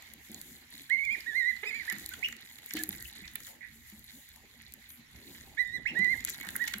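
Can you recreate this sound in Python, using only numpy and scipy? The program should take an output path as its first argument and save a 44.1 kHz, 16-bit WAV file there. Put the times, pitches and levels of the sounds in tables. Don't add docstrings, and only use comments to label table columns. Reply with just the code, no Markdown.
import sys
import numpy as np
from scipy import signal
from scipy.fft import rfft, irfft, next_fast_len
from scipy.io import wavfile
from scipy.ndimage import uniform_filter1d, map_coordinates

SR = 44100
rng = np.random.default_rng(int(sys.argv[2]) if len(sys.argv) > 2 else 0)


def gain_from_db(level_db):
    decades = np.asarray(level_db, float) / 20
    return 10 ** decades


def store_wav(level_fs):
    pcm = np.round(np.clip(np.atleast_2d(level_fs), -1, 1) * 32767)
    wavfile.write(sys.argv[1], SR, pcm.T.astype(np.int16))


N = 299880
TIME = np.arange(N) / SR


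def unit(x):
    return x / np.sqrt(np.mean(x ** 2) + 1e-20)


def along(points, hz):
    f, v = np.transpose(points)
    return np.interp(np.log(hz + 1), np.log(f + 1), v)


def curve(rows):
    s, value = np.transpose(rows)
    return np.interp(TIME, s, value)


def wobble(rate):
    return map_coordinates(rng.standard_normal(int(N * rate / SR) + 4), [TIME * rate])


def filtered(x, response):
    m = next_fast_len(N + SR // 2)
    return irfft(rfft(x, m) * response(np.fft.rfftfreq(m, 1 / SR)), m)[..., :N]


def band(x, lo_hz, hi_hz):
    sos = signal.butter(3, [lo_hz, min(hi_hz, SR / 2 - 1)], "band", fs=SR, output="sos")
    return signal.sosfilt(sos, x)


def rush(response, alike, patchy_db):
    z = signal.stft(rng.standard_normal((2, N)), nperseg=512)[2]
    field = uniform_filter1d(rng.standard_normal(z.shape[1:]), size=6, axis=0)
    field = uniform_filter1d(field, size=8, axis=1)
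    noise = signal.istft(z * gain_from_db(patchy_db * unit(field)), nperseg=512)[1][:, :N]
    a, b = filtered(noise, response)
    turn = np.arccos(np.clip(alike, 0, 1)) / 2
    return unit(np.array([np.cos(turn) * a + np.sin(turn) * b, np.cos(turn) * a - np.sin(turn) * b]))


def beat():
    throb_hz, crest_s = 4.965, .141
    return np.cos(2 * np.pi * throb_hz * (TIME - crest_s))


def refrigerator():
    hum = rush(lambda hz: 1 / (1 + ((hz - 232) / 22) ** 2), alike=1.0, patchy_db=3)
    return gain_from_db(-72.0 + 8.3 * beat()) * hum


# frequency in Hz, twice the level in dB (halved when used).
RUMBLE = [(15, -28), (25, -28), (54, 7), (70, 10.5), (160, -11.5), (210, -46), (350, -120)]
# frequency in Hz, twice the level in dB (halved when used).
SHUFFLE = [(82, -61), (140, 7.5), (178, -9), (225, 13), (507, -16), (716, -23), (786, -13.5), (1300, -44.5),
           (1690, -32), (2860, -120)]
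# time in seconds, level in dB.
JOSTLING = [(0.0, -54.5), (.7, -56.5), (1.08, -60), (1.15, -49.5), (1.4, -56), (1.95, -47.5), (2.5, -57.5),
            (2.88, -53.5), (3.77, -59.5), (5.34, -57), (5.77, -62), (5.98, -50), (6.38, -55), (6.8, -52.5)]


def floor_noise():
    shake_s, rise_s = 0.071, 0.0063
    crowd_s, crowd_db = 5.1, 9
    shake = 0
    for s, db, _ in STEPS:
        fade = (TIME > s) * np.exp(-abs(TIME - s) / shake_s)
        shake = shake + gain_from_db(0.94 * (db + 28) - 30.5) * fade * np.tanh((TIME - s) / rise_s)
    near = gain_from_db(crowd_db * np.clip((TIME - crowd_s) * 10, 0, 1))

    rumble_gain = near ** .5 * gain_from_db(-67.5 + 1.6 * wobble(3.08)) + gain_from_db(-26.5) * shake
    rumble = rush(lambda hz: gain_from_db(along(RUMBLE, hz) / 2), alike=0.86, patchy_db=0.0)
    rumble = rumble_gain * gain_from_db(3.5 * wobble(13)) * rumble

    jostle_db = curve(JOSTLING)
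    jostle_share = 0.74
    shuffle_gain = near * gain_from_db(-66.5 + jostle_share * (jostle_db - jostle_db.mean())) + gain_from_db(-25) * shake
    shuffle = rush(lambda hz: gain_from_db(along(SHUFFLE, hz) / 2), alike=0.68, patchy_db=5.0)
    return rumble * gain_from_db([[-1.5], [1.5]]) + shuffle_gain * gain_from_db(1.86 * beat()) * shuffle


def snaps(times, levels_db, pans_db, life, lo_hz, hi_hz):
    t = np.arange(256) / SR
    answer = (t > .0018) * gain_from_db(-60 * (t - .0018) / (2.9 * life))
    shape = np.exp(-((t - life / 5) / (life / 6)) ** 2) + 0.356 * answer
    grit = rng.standard_normal((len(times), 256))
    blow = t == t[shape.argmax()]
    bursts = band(0.23 * shape * grit + blow, lo_hz, hi_hz)
    bursts /= abs(bursts).max(1, keepdims=True)
    at = np.round(times * SR).astype(int)[:, None] + np.arange(256)
    lag = rng.integers(0, 2, (len(times), 2))
    sides = []
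    for k in (0, 1):
        gain = gain_from_db(levels_db + (.5 - k) * pans_db)[:, None]
        sides.append(np.bincount((at + lag[:, [k]]).ravel(), (bursts * gain).ravel(), N + 512)[:N])
    return np.array(sides)


def dabbling(level_db):
    draw = rng.random((3, 900, 3))
    s = draw[..., 0] * (N / SR)
    size_db = np.interp(s, TIME, level_db + 4.5 * wobble(12)) - 3.5 * np.log(.04 + draw[..., 1])
    kinds = [(7900, 12100, 0.0077, 0.5), (3480, 4520, .004, 0.0), (1410, 5300, 0.003416, 3.0)]  # Hz, Hz, s, dB
    out = 0
    for k, (lo_hz, hi_hz, life, db) in enumerate(kinds):
        out = out + snaps(s[k], size_db[k] + db, 8 * draw[k, :, 2] - 4, life, lo_hz, hi_hz)
    return out


# time in seconds, level in dB.
PREENING = [(0.0, -64.5), (.34, -59.5), (.79, -63), (1.84, -62), (2.12, -57.5), (2.4, -66.5), (2.82, -49.5),
            (3.09, -57.5), (3.14, -73), (3.48, -55), (3.6, -68), (4.07, -60), (5.1, -70), (5.33, -53.5),
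            (5.66, -73), (5.87, -77), (6.1, -62.5), (6.44, -56.5)]


def stir():
    rustle_db, murmur_db = curve(PREENING), curve(JOSTLING)
    airy = rush(lambda hz: 1 / (1 + (5000 / (hz + 1)) ** 4), alike=.1, patchy_db=1.6)
    rustle = gain_from_db(rustle_db + 14.5 + 3.25 * wobble(16) + 0.33 * wobble(11.0)) * airy
    steady = rush(lambda hz: 1 / (1 + (750 / (hz + 1)) ** 8) / (1 + (hz / 5000) ** 4), alike=.05, patchy_db=2.4)
    murmur = gain_from_db(murmur_db + 9.0) * gain_from_db(1.2 * wobble(14)) * steady
    return rustle + murmur + dabbling((rustle_db + murmur_db) / 2 + 15)


# time in seconds, peak in dB, middle part in dB, left over right in dB.
CLAPS = [(0.1365, -32.5, -20, 5.5), (0.3164, -36, -10, 0), (0.3448, -28.5, -7.5, -5),
         (.414, -26.5, -16.5, -4), (1.984, -37, -2, -2), (1.9967, -33.5, -10, -4), (2.0609, -22.5, -9, 0),
         (2.091, -24, -21, -2), (2.737, -22.5, -8, -1), (2.8358, -14.5, -17, -2), (2.8764, -38, -18, -3),
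         (2.8908, -14, -35.5, -3.5), (2.963, -30, -23, -3), (3.025, -26.5, -18, 2), (3.077, -34.5, -25, -5),
         (3.3356, -38, -26, -3), (3.356, -18, -41, -10.5), (3.4343, -44, -4, 3), (3.8993, -40.5, -19, 15),
         (3.993, -40, -25, 3), (4.0423, -36, -54, 1.5), (4.2894, -37, -24, 3), (4.361, -39, -19, 7),
         (4.7222, -40, -7, 1), (4.738, -30.5, -13.5, -5), (6.2492, -13, -17.5, 2), (6.297, -21, -17, 6),
         (6.555, -33, -23, 9), (6.563, -11.5, -29, 1), (6.7835, -25, -21.5, 1), (1.8678, -39, -14, 2),
         (2.1916, -44, -6, 2), (2.3662, -38.5, -6, 2), (2.5023, -47, -9, 1), (2.5546, -44, -15, 0),
         (2.6605, -27, -26, 1), (2.7912, -35, 0, 2.5), (2.827, -31, -30, 0), (2.9818, -41, -4, 3),
         (3.007, -43, 0, 0), (3.1125, -45, -2, 2), (3.314, -43, -10, 1), (6.242, -36, -6, 0),
         (6.274, -40, 3, 3.5), (6.302, -31, -3, 0), (6.381, -33, -22, -5), (6.434, -35, -22, 0),
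         (6.45, -39.5, -7, 0), (6.505, -26, -24, 0), (6.652, -35, -21, -2)]
# time in seconds, peak in dB, left over right in dB.
DROPS = [(.0232, -41.5, 3), (1.2045, -39.5, 5), (1.8991, -26.5, 12), (1.9246, -27, -9), (2.2853, -33, 2),
         (2.585, -37.5, -3), (2.768, -24.5, 1), (2.927, -34, -8), (3.403, -38, 2), (3.468, -36, 8),
         (4.9032, -41.5, 4), (5.1598, -56, 19), (5.99, -34.5, -2), (6.045, -31, -3), (6.288, -29, 6),
         (6.344, -36, 1.5), (6.3995, -35.5, 1), (6.4103, -31, 0), (6.469, -37, 8), (6.4875, -26, -3),
         (6.619, -36, -5), (6.64, -33.5, 12), (6.6793, -26, 12), (6.7231, -42, -11)]
# time in seconds, peak in dB, left over right in dB.
TICKS = [(0.8981, -44, -15), (1.051, -51, 23), (1.5637, -49, -3), (1.7466, -47.5, 4), (2.137, -40, 12),
         (2.325, -44.5, 3), (2.7076, -40.5, 5), (3.153, -49, -13), (3.2792, -53, -1), (6.2056, -46.5, 10),
         (6.7361, -33.5, -1), (2.5661, -56, 0), (2.6289, -56, 0), (3.2552, -53, 0), (3.4785, -52, -2),
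         (6.2635, -46, 0), (6.2816, -43.5, 0), (6.429, -48, 0), (6.7385, -32, 3)]


def smacks():
    rows = [(s, db, -31, mid_db, pan_db) for s, db, mid_db, pan_db in CLAPS]
    rows += [(s, db, -8.5, -9, pan_db) for s, db, pan_db in DROPS]
    rows += [(s, db, 2, 1, pan_db) for s, db, pan_db in TICKS]
    s, db, low_db, mid_db, pan_db = np.transpose(rows)
    top = snaps(s, db + 13.5, pan_db, life=0.0026, lo_hz=9930, hi_hz=16500)
    middle = snaps(s, db + mid_db + 20.5, pan_db, life=0.0028, lo_hz=4000, hi_hz=9000)
    wet = snaps(s, db + low_db + 20.0, 0 * s, life=0.0106, lo_hz=1230, hi_hz=3680)
    return top + middle, wet


# time in seconds, peak in dB, share of the upper modes from 0 to 1.
STEPS = [(0.297, -36.5, 0.47), (0.345, -56, 0.1), (0.743, -46, 0.78), (1.922, -40, 0.5),
         (2.011, -43.5, 0.6), (2.749, -26, 0.87), (2.742, -33.5, 0.6), (2.885, -34, 0.6),
         (3.109, -55, 0.68), (3.217, -44, 0.42), (3.925, -43, 0.33), (5.139, -53.5, 0.2), (5.99, -28, 0.44),
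         (6.468, -41, 0.42), (6.752, -37.5, 0.3)]
# frequency in Hz, level in dB, time to fall 60 dB in seconds.
BOARDS = [(136, -20, 0.61), (200, 5, 0.083), (325.5, 3, 0.065), (443, -15, 0.058), (757, -22.5, 0.14)]


def steps():
    out, t = np.zeros(N + SR), np.arange(SR // 2) / SR
    for s, db, upper in STEPS:
        ring = 0
        for hz, level, t60 in BOARDS:
            share = np.clip(upper if hz > 260 else 1 - upper, .02, 1)
            tone = np.sin(2 * np.pi * hz * (1 + rng.normal(0, 0.062)) * t)
            ring = ring + share * gain_from_db(level - 60 * t / t60) * tone
        out[round(s * SR):][:len(t)] += gain_from_db(db - 2.0) * ring * (1 - np.exp(-t / 0.0026))
    return out[:N]


def warble(peep, pushes):
    swell_db_per_s, snap_s = 950, 0.021
    sag_share = .45
    start, end, opening_hz = peep[:3]
    own = [p for p in pushes if start < p[0] < end]
    first_s, first_db = own[0][0], own[0][2]
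    rows = [(start, opening_hz, first_db - swell_db_per_s * (first_s - start - snap_s))]
    lows = [p[0] + sag_share * (after[0] - p[0]) for p, after in zip(own, own[1:])] + [end]
    for (s, hz, db, sag_hz, loss_db), low in zip(own, lows):
        rows += [(s, hz, db), (low, hz - sag_hz, db - loss_db)]
    return rows


def voice(rows, partials, flutter_db, break_hz=2560):
    s, hz, db = np.transpose(rows)
    t = np.arange(s[0] - .004, s[-1] + 0.007, 1 / SR)
    knots = np.arange(len(s))
    place = np.interp(t, s, knots)
    eased = np.floor(place) + (1 - np.cos(np.pi * (place % 1))) / 2
    swoop = place + np.sin(np.pi * (place % 1)) * np.sign(1 - place) / 4
    eased = np.where((place < 1) | (place > len(s) - 2), swoop, eased)
    pitch = np.interp(eased, knots, hz)
    strain = np.clip((pitch - break_hz) / 300, 0, 1)
    jitter = np.interp(t - t[0], np.arange(400) / 900, rng.standard_normal(400))
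    phase = 2 * np.pi * np.cumsum(pitch * (1 + (0.06 * strain + .0002 * flutter_db ** 3) * jitter)) / SR
    flutter_hz = 110 + 55 * flutter_db
    flutter = flutter_db * map_coordinates(rng.standard_normal(256), [(t - t[0]) * flutter_hz])
    tone = 0
    for k, level in partials:
        share = 1 if k < 2 else .4
        tone = tone + gain_from_db(level + flutter * share) * np.sin(k * phase)
    fade = signal.windows.tukey(len(t), 0.025 * SR / len(t))
    out, start = np.zeros(N), round(t[0] * SR)
    out[start:start + len(t)] = tone * gain_from_db(np.interp(eased, knots, db)) * fade
    return out


# start in seconds, end in seconds, opening pitch in Hz, overtones in dB, rasp in dB.
PEEPS = [(.892, 1.157, 1513, -6, .9), (1.26, 1.52, 1647, 1, .5), (1.645, 1.845, 1890, 3, 2.6),
         (1.875, 1.92, 1588, -6, 1.5), (2.11, 2.145, 1420, -16, 3), (2.225, 2.27, 1872, -7, 3),
         (2.785, 2.82, 1635, -8, 1), (5.572, 5.642, 1585, 2, .5), (5.65, 5.782, 1760, 11, 3),
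         (5.856, 5.915, 1590, -6, 1.5), (5.948, 6.15, 1583, -2, .5), (6.398, 6.465, 2236, -8, .4),
         (6.585, 6.655, 1448, -3, .5)]
# time in seconds, pitch in Hz, effort in dB,
# sag afterwards in Hz, effort lost in the sag in dB.
PUSHES = [(0.933, 2187, -12.5, 110.5, 8.5), (0.999, 2243, -19.5, 74, 0.5), (1.051, 2375, -20.5, 267.5, 0.3),
          (1.13, 2442, -15.5, 666, 11), (1.283, 1928, -25, 212, 5), (1.379, 2113, -16.5, 243.5, 5.5),
          (1.5, 2047, -18.5, 375, 12), (1.686, 2570, -17, 461.5, 13), (1.764, 2354, -24, 915, 17),
          (1.895, 2005, -23.5, 292, -0.5), (2.13, 1536, -29.5, 145, -3), (2.255, 2820, -11, 80, 18),
          (2.799, 1750, -29.5, 100, 1), (5.606, 2007, -16, 328, 27), (5.679, 1850, -34, -28.5, 4.5),
          (5.755, 2013, -26, 330, 8), (5.87, 2210, -17.5, -400, -2), (5.886, 2830, -19, 85, 8),
          (5.98, 1942, -19, -46.5, -0.3), (6.032, 2044, -17, 89, 2.5), (6.119, 2115, -17, 478, 13),
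          (6.419, 2218, -35, -24, 11), (6.625, 1950, -19.5, 369, 13)]
FAR_PEEP = (5.572, 5.595, 1976, -15, 4.5)
FAR_PUSH = [(5.587, 2270, -33.5, -240, 4.3)]
# multiple of the pitch, level in dB.
OVERTONES = [(2, -13), (3, -27), (4, -32), (5, -35), (6, -36)]
# frequency in Hz, gain in dB.
THROAT = [(3000, 0.5), (4150, -2), (4500, -8), (4950, -1), (6000, -0.5), (6500, -4), (7100, 2), (7900, 3.5)]
# start in seconds, end in seconds, from Hz, to Hz,
# level in dB.
SQUEAKS = [(.962, .998, 2780, 3020, -39), (1.035, 1.059, 3230, 3480, -38.5),
           (1.096, 1.135, 2980, 3300, -35), (1.74, 1.76, 4050, 4150, -36)]
# time in seconds, pitch in Hz, level in dB.
CROAK = [
    (1.626, 331, -58),
    (1.638, 425, -36),
    (1.648, 515, -48),
    (1.656, 417, -48),
    (1.71, 449, -61),
    (1.73, 420, -69),
]


def peeps():
    whistles, squeaks = 0, 0
    for peep, pushes in [(p, PUSHES) for p in PEEPS] + [(FAR_PEEP, FAR_PUSH)]:
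        partials = [(1, 0)] + [(k, db + peep[3]) for k, db in OVERTONES]
        whistles = whistles + voice(warble(peep, pushes), partials, peep[4])
    for s, end, hz, end_hz, db in SQUEAKS:
        squeaks = squeaks + voice([(s, hz, db), (end, end_hz, db)], [(1, 0)], flutter_db=2.5, break_hz=6000)
    husk = voice(warble(PEEPS[2], PUSHES), [(.8, -18), (1.45, -21)], flutter_db=4)
    stack = [(1, 10.5), (2, 8.0), (3, 10), (4, 10.0), (5, 14.5), (6, 12), (7, 6), (8, -2), (9, -2)]
    croak = gain_from_db(-2) * voice(CROAK, stack, 3.06)
    return filtered(whistles, lambda hz: gain_from_db(along(THROAT, hz))) + squeaks + husk + croak


# start in seconds, length in
# seconds, centre in Hz, width in Hz, level in dB.
SLURPS = [(1.9, 0.053, 1720, 860, -35), (2.231, 0.052, 2550, 1200, -33.5), (2.76, 0.033, 3280, 2600, -27),
          (2.99, 0.069, 1700, 650, -44.5), (3.237, 0.034, 2270, 600, -38.5), (3.607, 0.079, 1990, 750, -39),
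          (3.053, 0.01, 2800, 560, -31), (3.276, 0.006, 4200, 3000, -27),
          (4.887, 0.088, 11600, 3700, -42.5), (1.559, 0.014, 4130, 700, -36.5),
          (1.64, 0.011, 1800, 2300, -31), (5.6, 0.036, 1440, 1600, -51), (5.88, 0.04, 2500, 1300, -34),
          (6.271, 0.029, 2930, 3700, -32.5), (6.432, 0.058, 1310, 990, -34),
          (6.551, 0.0097, 1540, 780, -22), (3.353, 0.01, 2600, 2600, -25), (3.474, 0.089, 770, 560, -47),
          (6.287, 0.042, 6300, 2940, -34.5), (6.674, 0.012, 4100, 5100, -22.5),
          (6.726, 0.014, 2460, 1400, -44), (1.853, 0.011, 1400, 1400, -37), (6.676, .011, 13000, 6300, -30),
          (1.919, .013, 12800, 3000, -31), (7.5, 0.0054, 7400, 1200, -28), (1.203, .006, 4760, 800, -28.5),
          (6.616, 0.023, 15000, 5000, -39)]


def slurps():
    out = np.zeros((2, N + SR))
    for s, length, hz, width_hz, db in SLURPS:
        t = np.arange(int(2 * length * SR)) / SR
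        grain = np.interp(t, np.arange(100) / 350, rng.standard_normal(100))
        noise = rng.standard_normal((2, len(t)))
        noise = unit(band(noise, max(hz - width_hz / 2, 200), hz + width_hz / 2))
        swell = (1 - np.exp(-t / 0.0012)) * np.exp(-(t / length) ** 4)
        out[:, round(s * SR):][:, :len(t)] += gain_from_db(db + 3.74 * grain) * noise * swell
    return out[:, :N]


# frequency in Hz, time to fall 60 dB in seconds.
KITCHEN = [(300, 0.58), (2000, 0.39), (6000, 0.18), (14000, 0.1)]


def kitchen(x):
    hz, t, z = signal.stft(rng.standard_normal((2, SR // 2)), SR, nperseg=256)
    tail = signal.istft(z * gain_from_db(-60 * t / along(KITCHEN, hz)[:, None]), SR, nperseg=256)[1]
    late = np.pad(np.atleast_2d(x), ((0, 0), (200, 0)))
    return signal.fftconvolve(late, tail / np.linalg.norm(tail[0]), axes=1)[:, :N]


# frequency in Hz, gain in dB.
LEFT = [(500, -12), (800, -13.5), (1300, -24), (1900, -16.5), (2300, -19), (2900, -12.5), (3700, -15.5),
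        (5500, -12), (7000, -5), (8400, -18), (11800, -9.5), (14000, -8.5), (15700, -22.5)]
# frequency in Hz, gain in dB.
RIGHT = [(500, -13.5), (1000, -22.5), (1500, -14), (1950, -1.5), (2150, -4), (2750, -17), (3800, -10.5),
         (4500, -12), (5200, -35.5), (6000, -28), (7200, -6.5), (8500, -17), (11500, -10), (15700, -13)]


def ports(x):
    hz = np.fft.rfftfreq(4096, 1 / SR)
    gain = np.log(gain_from_db([along(p, hz) for p in (LEFT, RIGHT)]))
    fold = np.r_[1, np.full(2047, 2), 1, np.zeros(2047)]
    return signal.fftconvolve(x, irfft(np.exp(rfft(irfft(gain) * fold))), axes=1)[:, :N]


def scene():
    low_end = refrigerator() + floor_noise()
    stirring = stir()
    dry_smacks, wet = smacks()
    feet = steps()
    calls = peeps()
    wet = wet + slurps()
    air = calls * gain_from_db([[-3.5], [0]]) + gain_from_db(-13.5) * kitchen(calls)
    air = air + wet + gain_from_db(-11.0) * kitchen(wet) + stirring
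    air[1] = np.roll(air[1], 3)
    air += dry_smacks + gain_from_db(-25) * kitchen(dry_smacks)
    return ports(air) + feet + gain_from_db(-8.0) * kitchen(feet)[0] + low_end


def band_limit(x):
    return signal.sosfilt(signal.butter(12, 17110, fs=SR, output="sos"), x)


def record(dry):
    soft = filtered(dry, lambda hz: np.where(hz < 15800, 1, gain_from_db(-25)) * (hz < 16800))
    return band_limit(soft)


dry = scene()
out = record(dry)
store_wav(out)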